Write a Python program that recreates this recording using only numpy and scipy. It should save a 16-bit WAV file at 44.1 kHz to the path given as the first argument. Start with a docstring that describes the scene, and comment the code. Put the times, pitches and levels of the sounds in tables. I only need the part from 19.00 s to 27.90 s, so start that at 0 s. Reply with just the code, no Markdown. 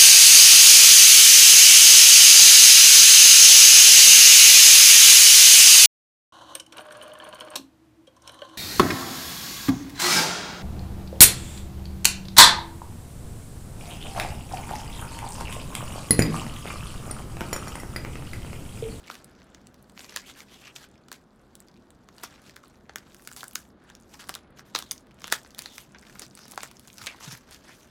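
"""A low room rumble (shaped noise) and faint microphone hiss (white noise) run throughout.
Hands pick at, peel and tear a padded paper envelope close by: rustle is friction hiss plus tiny creases,
with small creases under the grip and loud snaps as dispersed clicks; a small quiet room adds its tail.
After 5 s a bit of metal rings once (a decaying sine).
After 7 s the packet is bumped four times (sagging, decaying sines)."""
import sys
import numpy as np
from scipy import signal
from scipy.fft import rfft, irfft
from scipy.io import wavfile
from scipy.ndimage import uniform_filter1d

SR = 44100
rng = np.random.default_rng(int(sys.argv[2]) if len(sys.argv) > 2 else 0)


def file_out(sig):
    """Save sig as 16-bit WAV at sys.argv[1]."""
    # one column per channel
    cols = np.atleast_2d(sig).T
    # limit, then scale
    lim = np.clip(cols, -1, 1)
    pcm = np.round(lim * 32767).astype(np.int16)
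    wavfile.write(sys.argv[1], SR, pcm)


def volts_from_decibels(level):
    """Turn decibel levels (scalar or array-like) into linear amplitude factors."""
    exponent = np.asarray(level, float) / 20
    return 10 ** exponent


N = 392490


def evened(x):
    """Scales to rms 1."""
    return x / np.sqrt(np.mean(x ** 2) + 1e-20)


def read(points, hz):
    """Interpolates a (f/Hz, value) table on a log-frequency axis."""
    f, value = np.transpose(points)
    return np.interp(np.log(hz + 1), np.log(f + 1), value)


def add(mix, s, sound):
    """Mixes a sound in at time s."""
    part = mix[max(round(s * SR), 0):][:len(sound)]
    part += sound[:len(part)]


# rumble spectrum: f/Hz, relative density/dB
RUMBLE_SHAPE = [(15, -26), (33, 1), (42, -2), (240, -0.5), (609, -6), (680, -7), (948, -10.5),
                (1300, -12.5), (1510, -13.5), (2060, -22.5), (2690, -29), (3510, -25.5), (5000, -34),
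                (6500, -70), (11000, -120)]
# rumble level over time: t/s, level/dB
RUMBLE_LEVEL = [(0, -54.5), (2.5, -56.5), (4.9, -56), (5.2, -55), (8.9, -55.5)]
# room resonances: f/Hz, width/Hz, boost/dB
RESONANCES = [(67.4, 15, 7.5), (135, 17, 6), (198.5, 9.4, 8.5), (241.5, 64, 5), (354.5, 51, 3)]


def rumble(swell_rms_db=0.35):
    """Gently swelling noise, strongest where the room resonates."""
    hz = np.fft.rfftfreq(N, 1 / SR)
    boost_db = sum(db / (1 + (2 * (hz - f) / width) ** 2) for f, width, db in RESONANCES)
    shape = volts_from_decibels(read(RUMBLE_SHAPE, hz) + boost_db)
    noise = evened(irfft(rfft(rng.standard_normal(N)) * shape, N))
    t = np.arange(N) / SR
    swell = sum(np.sin(2 * np.pi * (f * t + rng.random())) / np.sqrt(f) for f in np.geomspace(.15, 2, 8))
    level_db = np.interp(t, *np.transpose(RUMBLE_LEVEL)) + swell_rms_db * evened(swell)
    return volts_from_decibels(level_db) * noise


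def hiss(rms_db=-99.0):
    """Faint even hiss of the microphone."""
    return volts_from_decibels(rms_db) * rng.standard_normal(N)


# rustle levels below are ahead of the paper colour
# grip that never lets go: t/s, rustle level/dB, brightness/(dB/octave), small crease base peak/dB
GRIP = [(0.0, -54.5, -2, -41.5), (0.2, -58, -9, -53.5), (0.89, -65, -1, -51), (1.2, -56.5, -7, -41),
        (1.75, -61, 2, -56), (1.92, -65, -6, -51.5), (2.2, -70, -3, -60), (2.54, -66, -2.5, -54.5),
        (3.07, -68.5, -2.1, -57.5), (3.22, -51.5, -2.5, -46), (3.5, -62, -9, -48.5), (3.9, -71.5, 4, -54),
        (4.05, -57.5, -4.5, -51), (4.22, -59, 4, -43.5), (4.45, -59, 10, -41), (4.69, -86, -6, -55.5),
        (5.3, -51, 2, -45.5), (5.42, -68.5, -15, -59), (6.02, -68.5, -8, -50.5), (6.42, -55, -2.5, -40.5),
        (6.52, -59, -1, -53), (6.93, -61.5, -3.5, -46), (7.18, -50.5, -0.5, -41), (7.3, -63, 0, -51),
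        (7.53, -68, 2, -41), (7.7, -60, 0.4, -41), (7.97, -54, 1.5, -39.5), (8.42, -60.5, -4, -56),
        (8.79, -52, 0, -49.5), (8.9, -59, -3, -52)]
# sheet jerks free, rustle jumps up and fades: t/s, peak level/dB, fade/(dB/s), brightness/(dB/octave), flap f/Hz
JERKS = [(0.102, -41, 160, 0, 1430), (1.093, -42, 92, -3.5, 2930), (1.165, -35.5, 300, -1, 1780),
         (1.762, -34.5, 580, -0.3, 1610), (2.124, -41, 316, -1.5, 2030), (3.238, -32.5, 562, -1.3, 5600),
         (3.634, -58.5, 60, -3, 1130), (3.893, -56.5, 208, -8, 1600), (3.975, -49, 282, -5, 1790),
         (4.37, -39, 144, 0.7, 910), (4.557, -45, 177, 2.5, 1600), (5.2, -38, 240, -4, 1450),
         (5.298, -40.5, 204, -1.5, 875), (5.352, -49, 382, -5.5, 3240), (5.661, -52.5, 143, -0.2, 1590),
         (5.756, -33.5, 168, -1, 3800), (5.913, -47, 177, 3, 1130), (6.327, -23.5, 400, -0.5, 1450),
         (6.587, -40, 250, 1, 1590), (6.953, -47.5, 700, -16, 1290), (7.578, -44, 111, -3, 7200),
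         (7.631, -36.5, 283, -1, 1430), (7.986, -46, 54, -1, 1600), (8.073, -37.5, 205, -8, 2600),
         (8.207, -44.5, 73, -1.5, 1050), (8.322, -38.5, 272, 1.5, 2230)]
# finger slides over the sheet: middle t/s, peak level/dB, length/s, brightness/(dB/octave), flap f/Hz
SLIDES = [(0.083, -47.5, .07, -3, 2500), (1.023, -45.5, 0.16, 0.5, 2200), (1.291, -42, 0.092, -0.5, 3600),
          (1.398, -43, 0.1, -0.5, 1600), (1.53, -47, .12, -2.5, 3460), (1.665, -43.5, 0.12, -5.5, 2820),
          (1.6, -52.5, 0.15, -2, 3500), (1.828, -44.5, 0.078, -2.5, 1670), (3.317, -52, 0.19, -4, 1690),
          (3.47, -52.5, 0.2, -2, 1480), (3.578, -61, .09, 2, 1600), (4.32, -55, 0.34, 1.5, 1270),
          (4.897, -57, 0.26, -6.5, 1560), (5.14, -48, 0.11, -1.5, 890), (5.591, -48, 0.069, -2.2, 1610),
          (6.259, -48.5, 0.14, -2, 3600), (6.318, -41, .03, 0, 1500), (6.66, -45, 0.18, -2.1, 4020),
          (6.777, -46, 0.18, 2.5, 3440), (7.231, -41.5, 0.074, -2.5, 5300), (7.419, -47, 0.17, -2.5, 5660),
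          (7.518, -47, 0.12, -1, 880), (8.043, -40, 0.094, 0.1, 1160), (8.24, -40, .07, -3.5, 1050),
          (8.283, -38.5, 0.2, -2.5, 1440), (8.539, -44, 0.11, -2, 1610), (8.697, -49, 0.17, -5.5, 2030)]


def handling(t, grip_flap_hz=1400, jerk_rise_db_per_s=1602, slide_ends_db=-19):
    """Rustle level, brightness and flap pitch: grip, jerks and slides add in power, which weights their colour."""
    s, grip_db, grip_tilt, _ = np.transpose(GRIP)
    at, db, fade, jerk_tilt, jerk_hz = np.transpose(JERKS)[:, :, None]
    jerks_db = db - np.where(t > at, fade, -jerk_rise_db_per_s) * (t - at)
    mid, top_db, length, slide_tilt, slide_hz = np.transpose(SLIDES)[:, :, None]
    slides_db = top_db + slide_ends_db * (2 * (t - mid) / length) ** 2
    power = volts_from_decibels(2 * np.vstack([np.interp(t, s, grip_db), jerks_db, slides_db]))
    share = power / power.sum(0)
    tilt = np.interp(t, s, grip_tilt) * share[0]
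    tilt = tilt + (np.vstack([jerk_tilt, slide_tilt]) * share[1:]).sum(0)
    flap_log2_hz = (np.log2(np.vstack([[grip_flap_hz], jerk_hz, slide_hz])) * share).sum(0)
    return 10 * np.log10(power.sum(0)), tilt, flap_log2_hz


def snap(hz, low_db, high_db, luck, lag_ms, ring_db=6, ring_octaves=.3, spread_ms=0.89):
    """One crease: a click whose treble arrives first, as bending waves run faster at high pitch."""
    f = np.fft.rfftfreq(1024, 1 / SR) + 1
    colour_db = read([(60, low_db - 58), (250, low_db - 8), (600, low_db - 5.0), (1300, low_db + 0.055),
                      (2600, 0.064), (6000, 0.28), (9000, high_db + 0.42),
                      (12500, high_db - 4.0), (16000, high_db - 7.5)], f)
    colour_db = colour_db + ring_db * np.exp(-(np.log2(f / hz) / ring_octaves) ** 2)
    phase = -4 * np.pi * lag_ms / 1000 * np.sqrt(1000 * f)  # delay = lag x sqrt(1 kHz / f)
    t = np.arange(len(luck)) / SR
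    folds = .13 * luck ** 3 * np.exp(-t * 1000 / spread_ms)  # the crease gives way in a few quick slips
    folds[0] = 1
    x = irfft(volts_from_decibels(colour_db) * np.exp(1j * phase) * rfft(folds, 1024))
    x = np.roll(x, 88 - np.argmax(abs(x)))[:896]  # peak 2 ms in
    x = x * signal.windows.tukey(896, .1)
    return x / abs(x).max()


# paper colour: f/Hz, relative density/dB
PAPER = [(80, -52), (300, -15), (700, -6), (1500, -9), (3500, -7), (6000, -6), (9000, -11.5),
         (13000, -11.5), (16500, -23.5)]


def rustle(hiss_db=1.0, grains_db=-2, patchy_db=2.48, flicker_db=2.0):
    """Skin drags on the sheet: patchy friction hiss and a spray of tiny creases."""
    kinds, grains_per_s, flap_db, flap_octaves = 18, 600, 7, .28
    size = volts_from_decibels(3.0 * np.minimum(rng.exponential(1, N), 3.8))
    size = size * (rng.random(N) < grains_per_s / SR)
    kind, grains = rng.integers(0, kinds, N), np.zeros(N)
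    for k, ring_hz in enumerate(np.geomspace(1000, 12000, kinds)):
        shape = snap(ring_hz, 0.95, 2.5, rng.standard_normal(160), 1.5, ring_db=6.5, spread_ms=0.27)
        grains += signal.oaconvolve(size * (kind == k), shape)[:N]
    drive = volts_from_decibels(hiss_db) * rng.standard_normal(N) + volts_from_decibels(grains_db) * evened(grains)
    hz, t, z = signal.stft(drive, SR, nperseg=256, noverlap=192)
    patches = uniform_filter1d(rng.standard_normal(z.shape[::-1]), 14, 0)  # along time
    patches = evened(uniform_filter1d(patches, 8, 1)).T  # along frequency
    flicker = evened(uniform_filter1d(rng.standard_normal(len(t)), 5))
    level_db, tilt, flap_log2_hz = handling(t)
    octaves = np.log2(np.maximum(hz, 2200)[:, None] / 4000)
    colour_db = read(PAPER, hz)[:, None] + octaves * tilt
    from_flap = np.log2(hz[:, None] + 1) - flap_log2_hz
    colour_db += flap_db * np.exp(-(from_flap / flap_octaves) ** 2)
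    z = z * volts_from_decibels(colour_db + patchy_db * patches + flicker_db * flicker)
    sheet = signal.istft(z, SR, nperseg=256, noverlap=192)[1][:N]
    return volts_from_decibels(np.interp(np.arange(N) / SR, t, level_db)) * sheet


def creases(per_s=32, spread_db=1.5):
    """Small creases give way at random under the grip, each with its own colour."""
    s, _, _, level_db = np.transpose(GRIP)
    count = round(per_s * N / SR)
    out, luck, pick = np.zeros(N), rng.standard_normal((count, 243)), rng.random((count, 3))
    for row, (when, pitch, size) in zip(luck, pick):
        at = when * N / SR
        hz = 1300 * (11000 / 1300) ** pitch ** .6
        db = np.interp(at, s, level_db) - spread_db * np.log(1 - .97 * size)
        low_db = 3 - 8 * pitch + 5 * row[1]  # high rings are thin and bright
        high_db = -16 + 19 * pitch + 4 * row[2]
        lag_ms = 1.4 * np.exp(.3 * row[0])
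        add(out, at, volts_from_decibels(db) * snap(hz, low_db, high_db, row[3:], lag_ms, ring_db=13.5, ring_octaves=.6))
    return out


# room decay: f/Hz, t60/s
ROOM_T60 = [(500, 0.18), (1500, 0.15), (4000, 0.11), (10000, 0.094)]


def room(x):
    """Three tails of sparse taps, taken in turn, each band dying at its own speed."""
    out, half_turns = np.zeros(N), np.arange(N) / SR * 7
    for k in range(3):
        taps = np.zeros(SR // 3)
        at = np.arange(90, len(taps) - 12, 12)  # samples
        taps[at + rng.integers(0, 12, len(at))] = rng.choice([-1., 1.], len(at))
        hz, t, z = signal.stft(taps, SR, nperseg=128)
        decay = volts_from_decibels(-60 * t / read(ROOM_T60, hz)[:, None])
        tail = signal.istft(z * decay, SR, nperseg=128)[1]
        share = np.sqrt(2 / 3) * np.cos(np.pi * (half_turns + k / 3))  # powers sum to 1
        out += signal.oaconvolve(x * share, tail / np.linalg.norm(tail))[:N]
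    return out


# loud creases and glue spots: t/s, peak level/dB, ring f/Hz, low part/dB, high part/dB
SNAPS = [(0.1014, -21.5, 1530, 10.5, -31), (0.1127, -30.5, 3360, -7, -20), (0.1428, -38, 2150, -4, -14),
         (0.1542, -33.5, 3570, -2, -7), (0.2445, -34, 10700, -15, 1), (0.419, -42.5, 2650, -4, -38),
         (0.5474, -35, 6590, -2, -8), (0.6705, -37.5, 7920, -11, -2), (0.7433, -42.5, 5400, 5, 1),
         (0.8269, -42, 11730, -8, 13), (0.8976, -41.5, 8230, 4, -3.5), (0.977, -29.5, 2780, 0.5, -29),
         (0.9934, -29.5, 2860, 1, -12), (1.0066, -31.5, 1030, 2.5, -20.5), (1.045, -34.5, 4480, -1, -17),
         (1.095, -32.5, 3660, -21, -19), (1.124, -34, 1600, 9, -14), (1.162, -17.5, 1680, 2, -4.5),
         (1.172, -20.5, 3060, -3, -13), (1.405, -32, 2110, -4, -17), (1.6716, -36, 2760, -10, -34),
         (1.7626, -26, 3300, -19, -20), (2.0846, -40, 3320, 8, -6), (2.117, -28, 1770, 6, -4),
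         (2.128, -29, 6800, 0, -4), (2.5539, -31.5, 9400, -8, 0), (2.6035, -32.5, 8140, -1, 4.5),
         (2.685, -41, 5230, -4, -8), (2.742, -47, 4000, -4, -18), (2.9054, -38.5, 8050, -8, -3.5),
         (3.0884, -36, 1210, 6, -12), (3.1826, -36.5, 4390, 8, -6), (3.2355, -22.5, 4730, 6, -1),
         (3.2395, -24, 6570, 13.5, -1), (3.36, -43, 2500, 9, -19), (3.496, -38, 1760, 4, -12),
         (3.562, -34.5, 7450, 0, -2), (3.566, -31.5, 1510, 5, -5), (3.639, -40, 1290, 11.5, -15),
         (3.8957, -31.5, 960, 15.5, -20), (3.959, -17.5, 1600, 3, -6.5), (3.9837, -33, 4830, 3, -3),
         (4.1459, -33, 1510, -1, 4), (4.222, -39, 7150, 6, 5), (4.2749, -25, 1670, 3, 1),
         (4.3154, -29.5, 1600, 2.5, -2), (4.3268, -32, 7320, -11, 2), (4.3329, -35, 7150, -5, 2),
         (4.3643, -28.5, 7060, 1, 2), (4.4076, -27.5, 3500, -2, -1.5), (4.4325, -26.5, 1530, 13, 2),
         (4.4411, -28, 1440, 5, 1), (4.4813, -27, 8460, -14, 7), (4.511, -35, 1510, 5, 3),
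         (4.534, -33, 14000, -8, 13), (4.553, -20.5, 6300, -3, 20), (4.5557, -13.5, 1400, -1.5, -5.5),
         (4.9007, -36, 1680, 8, -9), (4.9516, -34.5, 6100, -26, -6), (5.2879, -33, 7880, 11, 4),
         (5.2938, -18.5, 2840, 7, 1.5), (5.298, -26.5, 600, 15, -15), (5.3416, -26.5, 3570, -10, -6.5),
         (5.3522, -21.5, 3620, -17, -1.5), (5.3568, -30.5, 1640, 11, -19), (5.5945, -33, 1750, 10, -22),
         (5.7486, -21.5, 3900, 0, -20.5), (5.7515, -11, 3800, 2, -11.5), (5.759, -15.5, 3700, -3, -17),
         (5.7616, -14.5, 3900, 2, -15), (5.7816, -32, 3620, 2, -2), (5.789, -19.5, 2950, 0, -2),
         (5.8245, -27, 3420, 4.5, -8), (5.912, -12, 6600, -8.5, -10), (5.9166, -18, 10900, -2, 1),
         (5.9797, -35, 5400, -3, -7), (6.2064, -43, 4740, 3, -4), (6.2194, -34, 1640, 6, -5),
         (6.243, -19.5, 3600, 3, -16), (6.2727, -29, 11670, 10, 3), (6.2796, -26.5, 3500, 5, -5),
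         (6.301, -32, 1510, 1, -7), (6.3253, -6.5, 1910, 5.5, -2.5), (6.4497, -41, 1660, 17, -13),
         (6.5479, -32, 3500, -10, -4), (6.507, -41, 4870, -7, -9), (6.5803, -38, 3790, 10, -17),
         (6.5855, -24.5, 12960, 12, 11.5), (6.5917, -18, 5330, -4, 1.5), (6.6214, -24.5, 6070, -1, 5),
         (6.659, -23, 4040, 4.5, -15), (6.7823, -25.5, 2180, 0, -3.5), (6.948, -36, 1460, 10, -30),
         (7.1952, -20.5, 6600, -6, 0.5), (7.22, -28.5, 2540, 3, -6), (7.2653, -37, 5150, -13, -7),
         (7.3107, -40, 5230, -9, -13), (7.352, -32, 8530, -9, 3), (7.375, -32, 1460, 3.5, -5),
         (7.392, -34, 3660, 9, -5), (7.455, -36.5, 845, 15, 0), (7.4813, -34, 6630, -3, 0),
         (7.502, -38, 6000, -4, -1.5), (7.5119, -29.5, 7150, -7, 7), (7.5193, -28, 7800, -10, 3),
         (7.5353, -36.5, 780, 23, -3), (7.559, -34, 10000, -5, 2), (7.5782, -18.5, 840, 8.5, -5.5),
         (7.606, -30, 2500, 1, -10), (7.6327, -19.5, 2460, 6.5, -4.5), (7.7135, -35, 3340, 9, -1),
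         (7.796, -34, 3620, 0, 2), (7.875, -34, 6120, 4, 3), (7.942, -38, 8660, -4, 9),
         (7.983, -27.5, 5030, -3, -2), (8.0162, -31, 1390, 10, -21), (8.062, -25, 8310, -3, -8),
         (8.0696, -18, 2200, 1.5, -6), (8.0728, -21, 2757, -6, -22), (8.089, -34, 2300, -6, -15),
         (8.147, -38, 900, 27, -20), (8.208, -39, 1050, 18, -5), (8.3226, -30, 5210, -7, 0),
         (8.376, -37, 12060, 6, 20), (8.5108, -36, 7490, 8, 2)]


def snaps():
    """Loud creases and glue spots give way one by one, each a dispersed click."""
    out, luck = np.zeros(N), rng.standard_normal((len(SNAPS), 241))
    for (s, db, hz, low_db, high_db), row in zip(SNAPS, luck):
        lag_ms = 1.7 * np.exp(.3 * row[0])
        add(out, s - 2 / 1000, volts_from_decibels(db) * snap(hz, low_db, high_db, row[1:], lag_ms))
    return out


# metal ring: level/dB, f/Hz, t60/s
TINK = (-73, 10260, .6)


def tink(at_s=5.351):
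    """A small metal part rings faintly on one high mode."""
    out, (db, hz, t60_s), t = np.zeros(N), TINK, np.arange(SR) / SR
    add(out, at_s, volts_from_decibels(db - 60 * t / t60_s) * np.sin(2 * np.pi * hz * t))
    return out


# packet bumped by a hand: t/s, level/dB before attack and decay, nominal f/Hz (sags from 1.6x to 0.86x)
BUMPS = [(7.214, -41.5, 363), (8.026, -42, 98), (8.276, -31.5, 139), (8.328, -36.5, 135)]


def bumps(t60_s=.12, sag_s=.006, attack_s=0.0011):
    """Dull thumps whose pitch sags as the padding gives."""
    out, t = np.zeros(N), np.arange(SR // 8) / SR
    for s, db, hz in BUMPS:
        turns = np.cumsum(hz * (0.86 + 0.74 * np.exp(-t / sag_s))) / SR
        envelope = volts_from_decibels(db - 60 * t / t60_s) * (1 - np.exp(-t / attack_s))
        add(out, s, envelope * np.sin(2 * np.pi * turns))
    return out


def scene(room_db=-11.5):
    """Floor, paper near the microphone with its room tail, metal ring and bumps."""
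    paper = rustle() + creases() + snaps()
    return (rumble() + hiss() + paper + volts_from_decibels(room_db) * room(paper) + tink() + bumps())[None]


def roll_off(x):
    """The treble ends steeply here."""
    return signal.sosfilt(signal.butter(12, 16970, fs=SR, output="sos"), x)


def record(dry):
    """Limits the band with a linear-phase low-pass."""
    edge = signal.firwin(255, 16800, window=("kaiser", 9), fs=SR)  # cutoff in Hz
    return roll_off(signal.oaconvolve(dry, edge[None], "same"))


dry = scene()
out = record(dry)
file_out(out)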